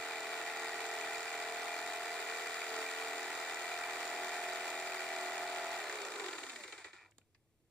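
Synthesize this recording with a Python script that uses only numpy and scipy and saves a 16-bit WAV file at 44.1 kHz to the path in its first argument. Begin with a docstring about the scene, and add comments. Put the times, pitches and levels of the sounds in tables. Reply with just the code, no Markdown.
"""A harsh, droning buzz fills a hard-floored room: an electric jigsaw cuts plywood close to a phone's two ports.
Switched off, it coasts to a stop through slowing knocks and a last ratchet; handling clicks come around the stop.
A crank drives the blade: the hum sits on multiples of the stroke rate, knocks mark both ends of each stroke,
gear teeth tick and sing, the motor whines, and filtered noise makes the rasp, the room's echo and its quiet air."""
import sys
import numpy as np
from scipy import signal
from scipy.fft import rfft, irfft
from scipy.io import wavfile
from scipy.ndimage import uniform_filter1d

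SR = 44100
rng = np.random.default_rng(int(sys.argv[2]) if len(sys.argv) > 2 else 0)


def digitize_waveform(pressure):
    """Quantize a signal to 16-bit integers and store it at the path in sys.argv[1].

    Rows of a 2-D input are taken as channels; values are limited to [-1, 1].
    """
    field = np.atleast_2d(pressure).T
    bounded = np.clip(field, -1, 1)
    quanta = np.round(bounded * 32767).astype(np.int16)
    wavfile.write(sys.argv[1], SR, quanta)


N = 339570
T = np.arange(N) / SR
HZ = np.fft.rfftfreq(N, 1 / SR)


def amp(db):
    """Amplitude factor of a level in dB."""
    return 10 ** (np.asarray(db) / 20)


def evened(x):
    """The signal scaled to rms 1."""
    return x / np.sqrt(np.mean(x ** 2) + 1e-20)


def read(points, hz):
    """A table's value at each frequency or speed, interpolated on a log scale."""
    f, value = np.transpose(points)
    return np.interp(np.log(hz + 1), np.log(f + 1), value)


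def drift(hz):
    """Slow chance of rms 1 below a cutoff, one value in 32 samples."""
    return evened(signal.lfilter(*signal.butter(2, hz, fs=SR / 32), rng.standard_normal(len(T[::32]))))


def wander(hz):
    """The same slow chance at every sample."""
    return np.interp(T, T[::32], drift(hz))


# Casing resonances: centre_hz, width_hz, lift_db
CASING_MODES = [(1381, 290, 7), (1650, 33, -10), (1825, 580, 4.5), (2203, 63, -5.5), (2352, 156, 7.5),
                (3740, 410, 3.5), (4720, 1230, 4), (6960, 130, 3.5), (7100, 110, 1), (7380, 120, -7),
                (8230, 180, 1.5)]


def colour(points, lift=1):
    """Causal (minimum-phase) impulse of energy 1: a spectrum shaped by the casing's resonances."""
    hz = np.fft.rfftfreq(4096, 1 / SR)
    modes_db = sum(d / (1 + (2 * (hz - f) / w) ** 2) for f, w, d in CASING_MODES)
    db = read(points, hz) + lift * modes_db
    log_gain = np.log(amp(np.r_[db, db[-2:0:-1]]))
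    taps = np.fft.ifft(np.exp(np.conj(signal.hilbert(log_gain)))).real[:2048]
    return taps / np.linalg.norm(taps)


# How far the two ports part, unshared over shared sound: pitch_hz, level_db
STEREO_WIDTH = [(60, -17), (95, -14), (130, -5), (200, -9), (380, -18), (700, -13), (1290, -7), (2380, -7),
                (4400, -3), (15000, -4)]


def noise():
    """Two channels of white noise that share more or less with pitch, least in the high treble."""
    mid, side = rfft(rng.standard_normal((2, N)))
    wide = amp(read(STEREO_WIDTH, HZ))
    both = np.array([mid + wide * side, mid - wide * side])
    return irfft(both / np.sqrt(1 + wide ** 2), N)


OFF_S = 6.0  # from here the tool coasts freely
# Coasting loses this share of its speed a second, plus this many strokes per s a second
DRAG_PER_S, FRICTION = .382, 22.554
# Blade speed under power and just after the switch is released: time_s, strokes_per_s
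POWERED_SPEED = [(0.0, 41.27), (0.45, 40.89), (1.1, 41.05), (1.8, 41.25), (2.3, 41.14), (2.7, 40.53),
                 (3.3, 41.11), (3.9, 41.5), (4.6, 41.52), (5.2, 41.3), (5.7, 41.8), (5.762, 41.6),
                 (5.8, 39.3), (5.845, 36.5), (5.9, 34.6), (5.95, 33.2), (6.0, 31.67)]


def strokes():
    """Strokes per second: held by the motor, then worn down by drag and friction."""
    held = np.interp(np.minimum(T, OFF_S), *np.transpose(POWERED_SPEED))
    rest = FRICTION / DRAG_PER_S
    coasting_s = np.maximum(T - OFF_S, 0)
    return np.maximum((held + rest) * np.exp(-DRAG_PER_S * coasting_s) - rest, 0)


CRANK_START, GEAR_TEETH = .92, 48  # turns, teeth a turn


def crank():
    """Turns of the crank: its start position plus the summed stroke rate."""
    return CRANK_START + np.cumsum(strokes()) / SR


def passes(turns):
    """Samples where a whole turn is completed."""
    return np.flatnonzero(np.diff(np.floor(turns)))


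# What each part gives off at a speed, before its other gains:
# strokes_per_s, rasp_db, rasp_bass_lift_db, rasp_treble_lift_db, hum_change_db, gear_db
OUTPUT_BY_SPEED = [(0.298, -81, 7, 10, -45, -70), (1.5, -69, 6.5, 7, -35, -73),
                   (4, -63, 1.5, 11, -33.5, -62), (7, -60, 5, 16, -29, -57), (12.5, -61, 8, 23.5, -13, -56),
                   (21.6, -50.5, 6.5, 14, -10, -68), (28.4, -49, 8.5, 12.5, -2.5, -54),
                   (40.5, -44.5, -1.5, 6.5, -2, -59)]


def level(part):
    """Level in dB of one part as the speed dictates; -120 at rest."""
    rows, speed = np.transpose(OUTPUT_BY_SPEED), strokes()
    column = ["rasp", "bass", "treble", "hum", "gear"].index(part) + 1
    return np.where(speed > 0, read(np.transpose([rows[0], rows[column]]), speed), -120)


# How hard the tool bears on the board: time_s, hum_db before the change by speed, extra_rasp_treble_db
BEARING_ON_BOARD = [(0.0, -46, -1), (1.16, -44.5, 0), (1.31, -49, -0.5), (1.34, -44.5, -0.5),
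                    (2.61, -48, 0.5), (2.79, -42, 1), (2.85, -47, 0.5), (3.09, -45, 0.5), (3.6, -46.5, 0),
                    (4.13, -43.5, 0.5), (4.97, -44, 0), (5.72, -43.5, -1.6)]


def bearing(column):
    """One dB column of the pressure on the board over time."""
    rows = np.transpose(BEARING_ON_BOARD)
    return np.interp(T, rows[0], rows[column])


# Hum make-up early and late in the cut: multiple of the stroke rate, relative level_db
HUM_EARLY = [(1, -52), (2, -36), (3, -30), (4, -32), (5, -28), (6, -30), (7, -15), (8, -18), (9, -10),
             (10, -9), (11, -3), (12, -17), (13, -18), (14, -19), (15, -13), (16, -2), (17, 0), (18, -8),
             (19, -6), (20, -5), (21, -8), (22, -15), (23, -16)]
HUM_LATE = [(1, -47), (2, -39), (3, -31), (4, -39), (5, -27), (6, -30), (7, -18), (8, -20), (9, -7),
            (10, -13), (11, -10), (12, -19), (13, -14), (14, -19), (15, -11), (16, 0), (17, 0), (18, -7),
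            (19, -8), (20, -6), (21, -10), (22, -14), (23, -13)]
HUM_TURNS_S = (2.75, 4.9)  # the board's support shifts between these times
# When in the stroke the hum swells, as a lag added at each multiple: multiple, lag_turns
HUM_PLACE = [(6, .5), (8, .27), (9, .6), (10, .2), (11, .5), (12, .12), (13, .6), (14, .42), (15, .19),
             (17, .34), (18, .8), (19, .45), (20, .75), (21, .64), (23, .7)]
# How readily the board radiates: pitch_hz, level_db
BOARD_RADIATION = [(60, -58.5), (150, -19), (240, -7), (320, 0), (410, 12.5), (470, -2.5), (550, -4.5),
                   (690, 7.5), (950, 4.5)]
SHAFT, OTHERS_FADE_DB = 17, -2  # the multiple spared; the rest sink this far by half speed
STEADY = (11, 17)  # multiples that stay fairly clean while coasting


def hum(turns):
    """The tool shakes alike in every stroke; as it slows, the multiples slide through the board's resonances."""
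    t, speed = T[::32], strokes()[::32]
    out, power, lag = 0, 0, 0
    late = np.interp(t, HUM_TURNS_S, [0, 1])
    loose = np.clip(1 - speed / 40, 0, .2)  # unpowered, the strokes lose their evenness
    for (k, early_db), (_, late_db) in zip(HUM_EARLY, HUM_LATE):
        lag += np.interp(k, *np.transpose(HUM_PLACE))
        db = early_db + late * (late_db - early_db)
        power += amp(db) ** 2 / 2
        db *= 1 + 2.6 * loose  # the weaker multiples die first
        db += (k != SHAFT) * OTHERS_FADE_DB * np.clip(2 - speed / 20, 0, 2)
        db += read(BOARD_RADIATION, k * speed) - read(BOARD_RADIATION, k * speed[0])
        rough = loose * (.17 if k in STEADY else .6)
        db += 1.6 * drift(5) + 1.5 * drift(.8) + 18 * rough * drift(25)
        slip = .02 * drift(8) + .6 * rough * drift(25)  # turns
        phase = k * turns - lag + np.interp(T, t, slip)
        out += np.interp(T, t, amp(db)) * np.cos(2 * np.pi * phase)
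    gain = amp(bearing(column=1) + level("hum"))
    return gain * out / np.interp(T, t, np.sqrt(power))


# Rasp spectrum before the casing: pitch_hz, relative level_db per Hz
RASP_SPECTRUM = [(60, -81), (110, -37), (230, -30), (380, -11.5), (560, -15), (800, -8), (1250, -11.5),
                 (2400, -13), (2930, -14.5), (5870, -27), (7200, -22.5), (11000, -36), (12800, -37.5),
                 (14200, -34.5), (15500, -34)]
HUSH_DB = -5  # depth of the dip in the rasp above its bass between two reversals
TOP_HZ, TOP_LOSS_DB = 9500, -14  # above this the rasp fades so much more by standstill


def rasp(turns):
    """Teeth in the wood and the motor's fan: noise that swells with blade speed and flutters."""
    half_stroke = 2 * (turns - .385) % 1
    hush = evened(amp(HUSH_DB * uniform_filter1d(half_stroke, size=40)))
    swell_db = 0.47 * wander(27) + 1.76 * wander(375)
    fluttering = noise() * evened(amp(swell_db))
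    sound = signal.oaconvolve(fluttering, colour(RASP_SPECTRUM)[None])[:, :N]
    top = signal.sosfiltfilt(signal.butter(4, TOP_HZ, "high", fs=SR, output="sos"), sound)
    sound += top * (amp(TOP_LOSS_DB * np.clip(1 - strokes() / 40, 0, 1)) - 1)
    low = signal.sosfiltfilt(signal.butter(2, 5500, fs=SR, output="sos"), sound)
    bass = signal.sosfiltfilt(signal.butter(2, 1050, fs=SR, output="sos"), sound)
    treble = amp(level("treble") + bearing(column=2)) * (sound - low)
    return amp(level("rasp")) * (amp(level("bass")) * bass + hush * (low - bass + treble))


# Gear tick spectrum before the casing: pitch_hz, relative level_db per Hz
GEAR_SPECTRUM = [(300, -30), (650, -12), (1300, -22), (1800, -3), (2300, 0), (2800, -15), (3800, -13),
                 (4600, -17), (7000, -34), (15000, -54)]


def gear(turns):
    """One uneven tick a tooth: a whine at speed, a ratchet near rest."""
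    backlash = .12 * np.minimum(strokes() / 15, 1)  # teeth; it shifts the ticks
    at = passes(GEAR_TEETH * turns + backlash * wander(60))
    at = at[at < (LAST_TEETH[0][0] - .003) * SR]  # the last teeth are played one by one
    ticks = np.zeros(N)
    ticks[at] = amp(1.5 * rng.standard_normal(N)[at]) * np.sqrt(np.gradient(at))
    loose = signal.lfilter([1], [1, -.93], ticks) * noise()  # each tick chatters briefly
    ring = signal.oaconvolve(ticks + 0.18 * loose, colour(GEAR_SPECTRUM)[None])[:, :N]
    return amp(level("gear")) * ring


# Motor whine before the casing's gain: multiple of the stroke rate, level_db
WHINE_TONES = [(118, -64), (236, -63), (354, -66)]
# How the casing lets the whine out: pitch_hz, gain_db
WHINE_CASING = [(2800, -39.5), (3700, 4), (4000, 0), (4500, 2), (5000, -3), (5600, -8), (6300, -16),
                (7500, -4), (8300, -14), (9000, -45)]


def whine(turns):
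    """High multiples of the motor's turning, heard as they slide through the casing's resonances."""
    speed, out = strokes(), 0
    for k, db in WHINE_TONES:
        level_db = db + read(WHINE_CASING, k * speed) + 4.7 * wander(12)
        out += amp(level_db) * np.cos(2 * np.pi * (k * turns + .3 * wander(30)))
    return out


# The gear's mesh tone and a side tone, before the change by speed: multiple of the stroke rate, rms level_db
MESH_TONES = [(46, -56), (48, -60)]
# How the mesh tones change with speed: strokes_per_s, change_db
MESH_BY_SPEED = [(7, -35), (11, -13), (14, -7.5), (20, -22), (36, -16), (40, -2)]


def mesh(turns):
    """The teeth meet evenly enough to sing a wavering tone."""
    speed_db, out = read(MESH_BY_SPEED, strokes()), 0
    for k, db in MESH_TONES:
        loudness = np.sqrt(2) * amp(speed_db + db + 2.4 * wander(6.4))
        out += loudness * np.cos(2 * np.pi * (k * turns + 0.09 * wander(14)))
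    return out


# Parts of a blow: from_hz, to_hz, late_samples, share of the rattle's length, share of the click
BLOW_BANDS = [(150, 1700, 100, 1, .6), (1760, 2100, 50, .8, 2.2), (2260, 2540, 25, .8, 2.4),
              (2700, 5500, 0, .7, .5), (5500, 16000, 0, 1, .35)]
# Blow spectrum before the casing: pitch_hz, relative level_db per Hz
BLOW_SPECTRUM = [(120, -43.5), (230, -14), (360, 8), (560, -6.5), (1200, -5.5), (1950, -4.5), (2800, -6.5),
                 (3360, -11.5), (4260, -9.5), (6020, -18), (7300, -11), (11000, -49), (15500, -58)]


def blows(at, db, rattle_s, sharp, rise_s=1e-5, bands=BLOW_BANDS, spectrum=BLOW_SPECTRUM, lift=1):
    """A click and a dying noise rattle ring the casing band by band, each band with its own delay."""
    first, out, taps = at.min(), np.zeros((2, N)), colour(spectrum, lift)
    rattle, rise = noise()[:, first:], np.exp(-1 / (rise_s * SR))
    for band_db, (lo, hi, late, share, click) in zip(np.transpose(db), bands):
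        train = np.zeros(N - first)
        train[at - first + late] = amp(band_db)
        decay = np.exp(-1 / (share * rattle_s * SR))
        swell = signal.lfilter([1 - rise], np.convolve([1, -rise], [1, -decay]), train)
        part = signal.sosfilt(signal.butter(2, (lo, hi), "band", fs=SR, output="sos"), taps)
        part = part[None] / np.linalg.norm(part)
        struck = click * sharp * train + rattle * swell
        out[:, first:] += signal.oaconvolve(struck, part)[:, :N - first]
    return out


def listed(rows, rattle_s, sharp, **how):
    """Blows at given times: each row holds start_s, then a level_db for each band."""
    rows = np.array(rows)
    return blows((rows[:, 0] * SR).astype(int), rows[:, 1:], rattle_s, sharp, **how)


# The two reversals until the slow knocks begin: place_turns, then mean level_db in each part of a blow
STROKE_ENDS = [(.375, -52, -43.5, -47.5, -45.5, -43), (.89, -54.5, -47, -49.5, -45, -54.5)]
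# The hardest reversals, which ring the casing's upper mode: start_s, peak level_db of the ring
HARD_REVERSALS = [(0.1092, -39), (0.157, -37), (0.3406, -40), (0.377, -41), (0.4738, -39), (0.4983, -39),
                  (0.841, -40), (1.0126, -38), (1.0355, -37), (1.1468, -37), (1.2795, -36), (1.7409, -38),
                  (2.0931, -40), (2.1799, -39), (2.2892, -42), (2.3481, -38), (2.374, -38), (2.6174, -38),
                  (2.8634, -39), (2.8888, -38), (3.3518, -38), (3.5703, -38), (3.6431, -38), (3.7155, -36),
                  (3.7399, -39), (3.8367, -39), (3.9569, -38), (4.3181, -38), (4.4383, -38), (4.6069, -37),
                  (4.6803, -38), (4.7292, -40), (4.7516, -38), (4.8728, -39), (4.9207, -38), (5.2599, -41),
                  (5.3792, -40), (5.5243, -41)]
RING_GAIN_DB = 1  # the mode's peak stands this far above the blow that drives it


def reversals(turns):
    """The crank pin slaps across its slot at each end of the stroke, never quite as hard."""
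    before_knocks = T < SLOW_KNOCKS[0][0] - .01
    at = [passes(turns[before_knocks] - row[0]) for row in STROKE_ENDS]
    db = np.concatenate([np.tile(row[1:], (len(a), 1)) for a, row in zip(at, STROKE_ENDS)])
    at = np.concatenate(at)
    spread_db = np.array([1.3, 1.5, 1.6, 2.2, 2.6])
    db = db + spread_db * np.clip(rng.standard_normal((N, 5))[at], -3, 2)
    db[:, 4] += 0.9 * np.clip(wander(5.6)[at], -2, 1.5)  # the treble slaps come in bouts
    for s, peak_db in HARD_REVERSALS:
        db[np.argmin(abs(at - s * SR)), 2] = peak_db - RING_GAIN_DB
    return blows(at, db, .0022, 3.5)


# A high mode of the blade clamp: from_hz, to_hz, late_samples, share of the rattle's length, share of the click
CLAMP_BAND = [(6880, 7280, 0, 1, .5)]
PING_DB = -57.5  # level before each ping's own chance


def pings(turns):
    """Once a stroke the blade clamp rings high, in bouts."""
    at = passes(turns[T < OFF_S] - STROKE_ENDS[0][0])
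    chance_db = 4 * wander(4)[at] + 2.5 * rng.standard_normal(N)[at]
    db = PING_DB + np.clip(chance_db, -20, 8)
    return blows(at, db[:, None], .004, 2, bands=CLAMP_BAND)


ROOM_T60, ROOM_DB = .2, -16  # decay time s, echo level dB


def room(x):
    """The hard room's echo: sparse dying taps of random sign, one in every 20 samples, on each port."""
    at = np.arange(200, SR // 3, 20)
    taps = np.zeros((2, SR // 2))
    places = at + rng.integers(0, 20, (2, len(at)))
    np.put_along_axis(taps, places, rng.choice([-1., 1.], (2, len(at))), 1)
    taps *= amp(-60 * T[:SR // 2] / ROOM_T60)
    mid, side = rfft(taps / np.linalg.norm(taps[0]))
    side *= amp(read(STEREO_WIDTH, np.fft.rfftfreq(SR // 2, 1 / SR)))
    return signal.oaconvolve(x, irfft(np.array([mid + side, mid - side])), axes=1)[:, :N]


# Room rumble spectrum: pitch_hz, relative level_db per Hz
AIR_SPECTRUM = [(20, -30), (43, -16), (65, -4), (100, 1), (150, -6), (200, -12), (280, -10), (400, -10),
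                (600, -17), (900, -22), (1400, -27), (2000, -24), (3000, -26), (5000, -30), (8000, -29),
                (15500, -34)]
AIR_DB = -77  # rms of the rumble
# Far tones before their waver: pitch_hz, rms level_db
FAR_TONES = [(102, -104.5), (334, -89)]


def air():
    """The quiet room: noise shaped to a low rumble, and two wavering far tones."""
    out = amp(AIR_DB) * evened(irfft(rfft(noise()) * amp(read(AIR_SPECTRUM, HZ)), N))
    for hz, db in FAR_TONES:
        loudness = np.sqrt(2) * amp(db + 3.5 * wander(4))
        out = out + loudness * np.sin(2 * np.pi * (hz * T + .12 * wander(4.5)))
    return out


# Reversals heard one by one as the crank slows, hard and soft by turns:
# start_s, level_db before the shares, thud_share_db, treble_share_db
SLOW_KNOCKS = [(6.1574, -38.5, -9, 4), (6.197, -36, -5, 3), (6.241, -37, -10, 3), (6.261, -40, -16, 6),
               (6.284, -36, -11, 3), (6.31, -46, -13, 5), (6.33, -40, -6, 7), (6.36, -50, -13, 8),
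               (6.382, -38.5, -10, 4), (6.41, -45, -8, 0), (6.433, -37.5, -11, 3), (6.465, -43.5, -11, 4),
               (6.495, -38.5, -16, 5.5), (6.53, -47, -9, 4), (6.559, -39.5, -10, 3.5), (6.5993, -45, -8, 0),
               (6.636, -39.5, -9, 5), (6.678, -48, -8, 6), (6.7244, -41, -8, 3.5), (6.778, -47, -8, 3),
               (6.844, -38.5, -9.5, -2), (6.931, -48.5, -15.5, 1)]
BOUNCE_S, BOUNCE_DB = (.003, .012), -10  # each knock rebounds once within this time, about so much weaker
KNOCK_BANDS = [(150, 1700, 60, 2.6, .5)] + BLOW_BANDS[1:]  # a slow knock's thud rumbles on


def knocks():
    """Each slowing reversal strikes the casing and rebounds once."""
    rows = np.array([(s, db + thud, db - 1.5, db - 8, db + treble - 3.0, db + treble - 9)
                     for s, db, thud, treble in SLOW_KNOCKS])
    luck = rng.random((len(rows), 6))
    delay_s = BOUNCE_S[0] + luck[:, 0] * (BOUNCE_S[1] - BOUNCE_S[0])
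    rebounds = rows + np.c_[delay_s, BOUNCE_DB + 6 * (luck[:, 1:] - .5)]
    return listed(np.r_[rows, rebounds], 0.0046, 0.97, rise_s=.0005, bands=KNOCK_BANDS)


# Hush before a slow reversal in dB at standstill, strokes per s where it sets in, how late it comes (power)
SLACK_DB, SLACK_BELOW, SLACK_SHARP = -13, 20, 3.5


def slack():
    """As the crank slows, the drive runs free and hushes just before each reversal."""
    s = np.transpose(SLOW_KNOCKS)[0]
    way = np.interp(T, s, np.arange(len(s))) % 1  # progress from one knock to the next
    slowness = np.clip(1 - strokes() / SLACK_BELOW, 0, 1)
    return amp(SLACK_DB * way ** SLACK_SHARP * slowness)


# The last gear teeth, heard one by one: start_s, level_db before the shares
LAST_TEETH = [(6.9834, -52), (6.9894, -52), (6.9964, -53), (7.0034, -53), (7.0104, -54), (7.0184, -52),
              (7.0279, -51), (7.0364, -56), (7.0474, -55), (7.0594, -56), (7.0784, -65)]
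# A tooth's share in each part of a blow: level_db
TOOTH_SHARES = (-17, -9, -8, -11, -24)
TOOTH_BANDS = [(lo, hi, 20, 1, click) for lo, hi, _, _, click in BLOW_BANDS]  # a tooth sounds all at once


def ratchet():
    """The last gear teeth tick past singly as short blows on the casing."""
    teeth = [(s, *(db + np.array(TOOTH_SHARES))) for s, db in LAST_TEETH]
    return listed(teeth, .0004, 6, bands=TOOTH_BANDS)


# Small clicks as tool and board are handled: start_s, rattle_s before each part's share, level_db in each part
HANDLING_CLICKS = [(7.1105, 0.0037, -94, -92, -90, -88, -62), (7.1185, 0.0033, -74, -80, -62, -80, -84),
                   (7.1826, 0.0041, -60.5, -63, -59, -51, -51), (7.214, .004, -66.5, -71, -68, -88.5, -90),
                   (7.347, 0.0066, -86, -72, -62, -63, -82)]
# Colour of a handling click: pitch_hz, relative level_db per Hz
CLICK_SPECTRUM = [(150, 3), (4700, -3.5), (6000, -7), (7900, -2), (10000, -23), (15500, -20)]
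# Parts of a handling click: from_hz, to_hz, late_samples, share of the rattle's length, share of the click
CLICK_BANDS = [(150, 900, 60, 1.5, .8), (900, 1600, 40, 1.2, .6), (1600, 2800, 20, 1.1, .5),
               (2800, 5600, 0, .7, .6), (5600, 15000, 0, .6, .6)]


def clicks():
    """Short clicks, some bright, some lower, without the casing's ring, each with its own length."""
    how = dict(rise_s=0.00027, bands=CLICK_BANDS, spectrum=CLICK_SPECTRUM, lift=0)
    return sum(listed([(s, *db)], length, 2.2, **how) for s, length, *db in HANDLING_CLICKS)


def scene():
    """The saw and its clicks with the room's echo; the hum and the air stay without echo."""
    turns = crank()
    clatter = slack() * (rasp(turns) + gear(turns))
    clatter += whine(turns) + mesh(turns) + reversals(turns) + pings(turns)
    clatter += knocks() + ratchet() + clicks()
    return hum(turns) + clatter + amp(ROOM_DB) * room(clatter) + air()


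# Left port over right: pitch_hz, level_db
PORT_LEAN = [(300, 0), (800, 0), (1300, -2), (2000, 1), (2800, 0), (4400, 4.5), (5800, 5), (7000, -4),
             (9000, -2), (12000, 2), (15000, 1)]
# How far the left port leads: pitch_hz, phase_radians
PORT_LEAD = [(0, 0), (2410, 0.1), (2840, -2.9), (3960, -6.1), (4740, -4.8), (5250, -0.7), (6720, 3.3),
             (7490, -2.0), (8180, -0.7), (10200, -0.2), (11100, 2.9), (12500, -2.5), (15200, -6.6),
             (16100, -11.9)]
# The phone thins the bass below this pitch as the sound grows 12 dB past the last level
DUCK_HZ, DUCK_DB, DUCK_FROM_DB = 104, -5, -54
EDGE_HZ = 15550  # upper band limit


def record(dry):
    """Loud sound loses deep bass, the phone's two ports differ in level and phase with pitch; then the band limit."""
    power_db = 10 * np.log10(abs(uniform_filter1d((dry ** 2).mean(0), size=8000)) + 1e-12)
    deep = signal.sosfiltfilt(signal.butter(3, DUCK_HZ, fs=SR, output="sos"), dry)
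    loudness = np.clip((power_db - DUCK_FROM_DB) / 12, 0, 1)
    dry = dry + deep * (amp(DUCK_DB * loudness) - 1)
    hz = np.fft.rfftfreq(512, 1 / SR)
    lean = amp(read(PORT_LEAN, hz) / 2) * np.exp(.5j * read(PORT_LEAD, hz))  # half to each port
    ports = np.roll(irfft(np.array([lean, 1 / lean])), 256, axis=1) * np.hanning(513)[:512]
    heard = signal.oaconvolve(dry, ports, axes=1)[:, 256:N + 256]
    edge = signal.firwin(511, EDGE_HZ, window=("kaiser", 9), fs=SR)
    return signal.oaconvolve(heard, edge[None], "same")


dry = scene()
out = record(dry)
digitize_waveform(out)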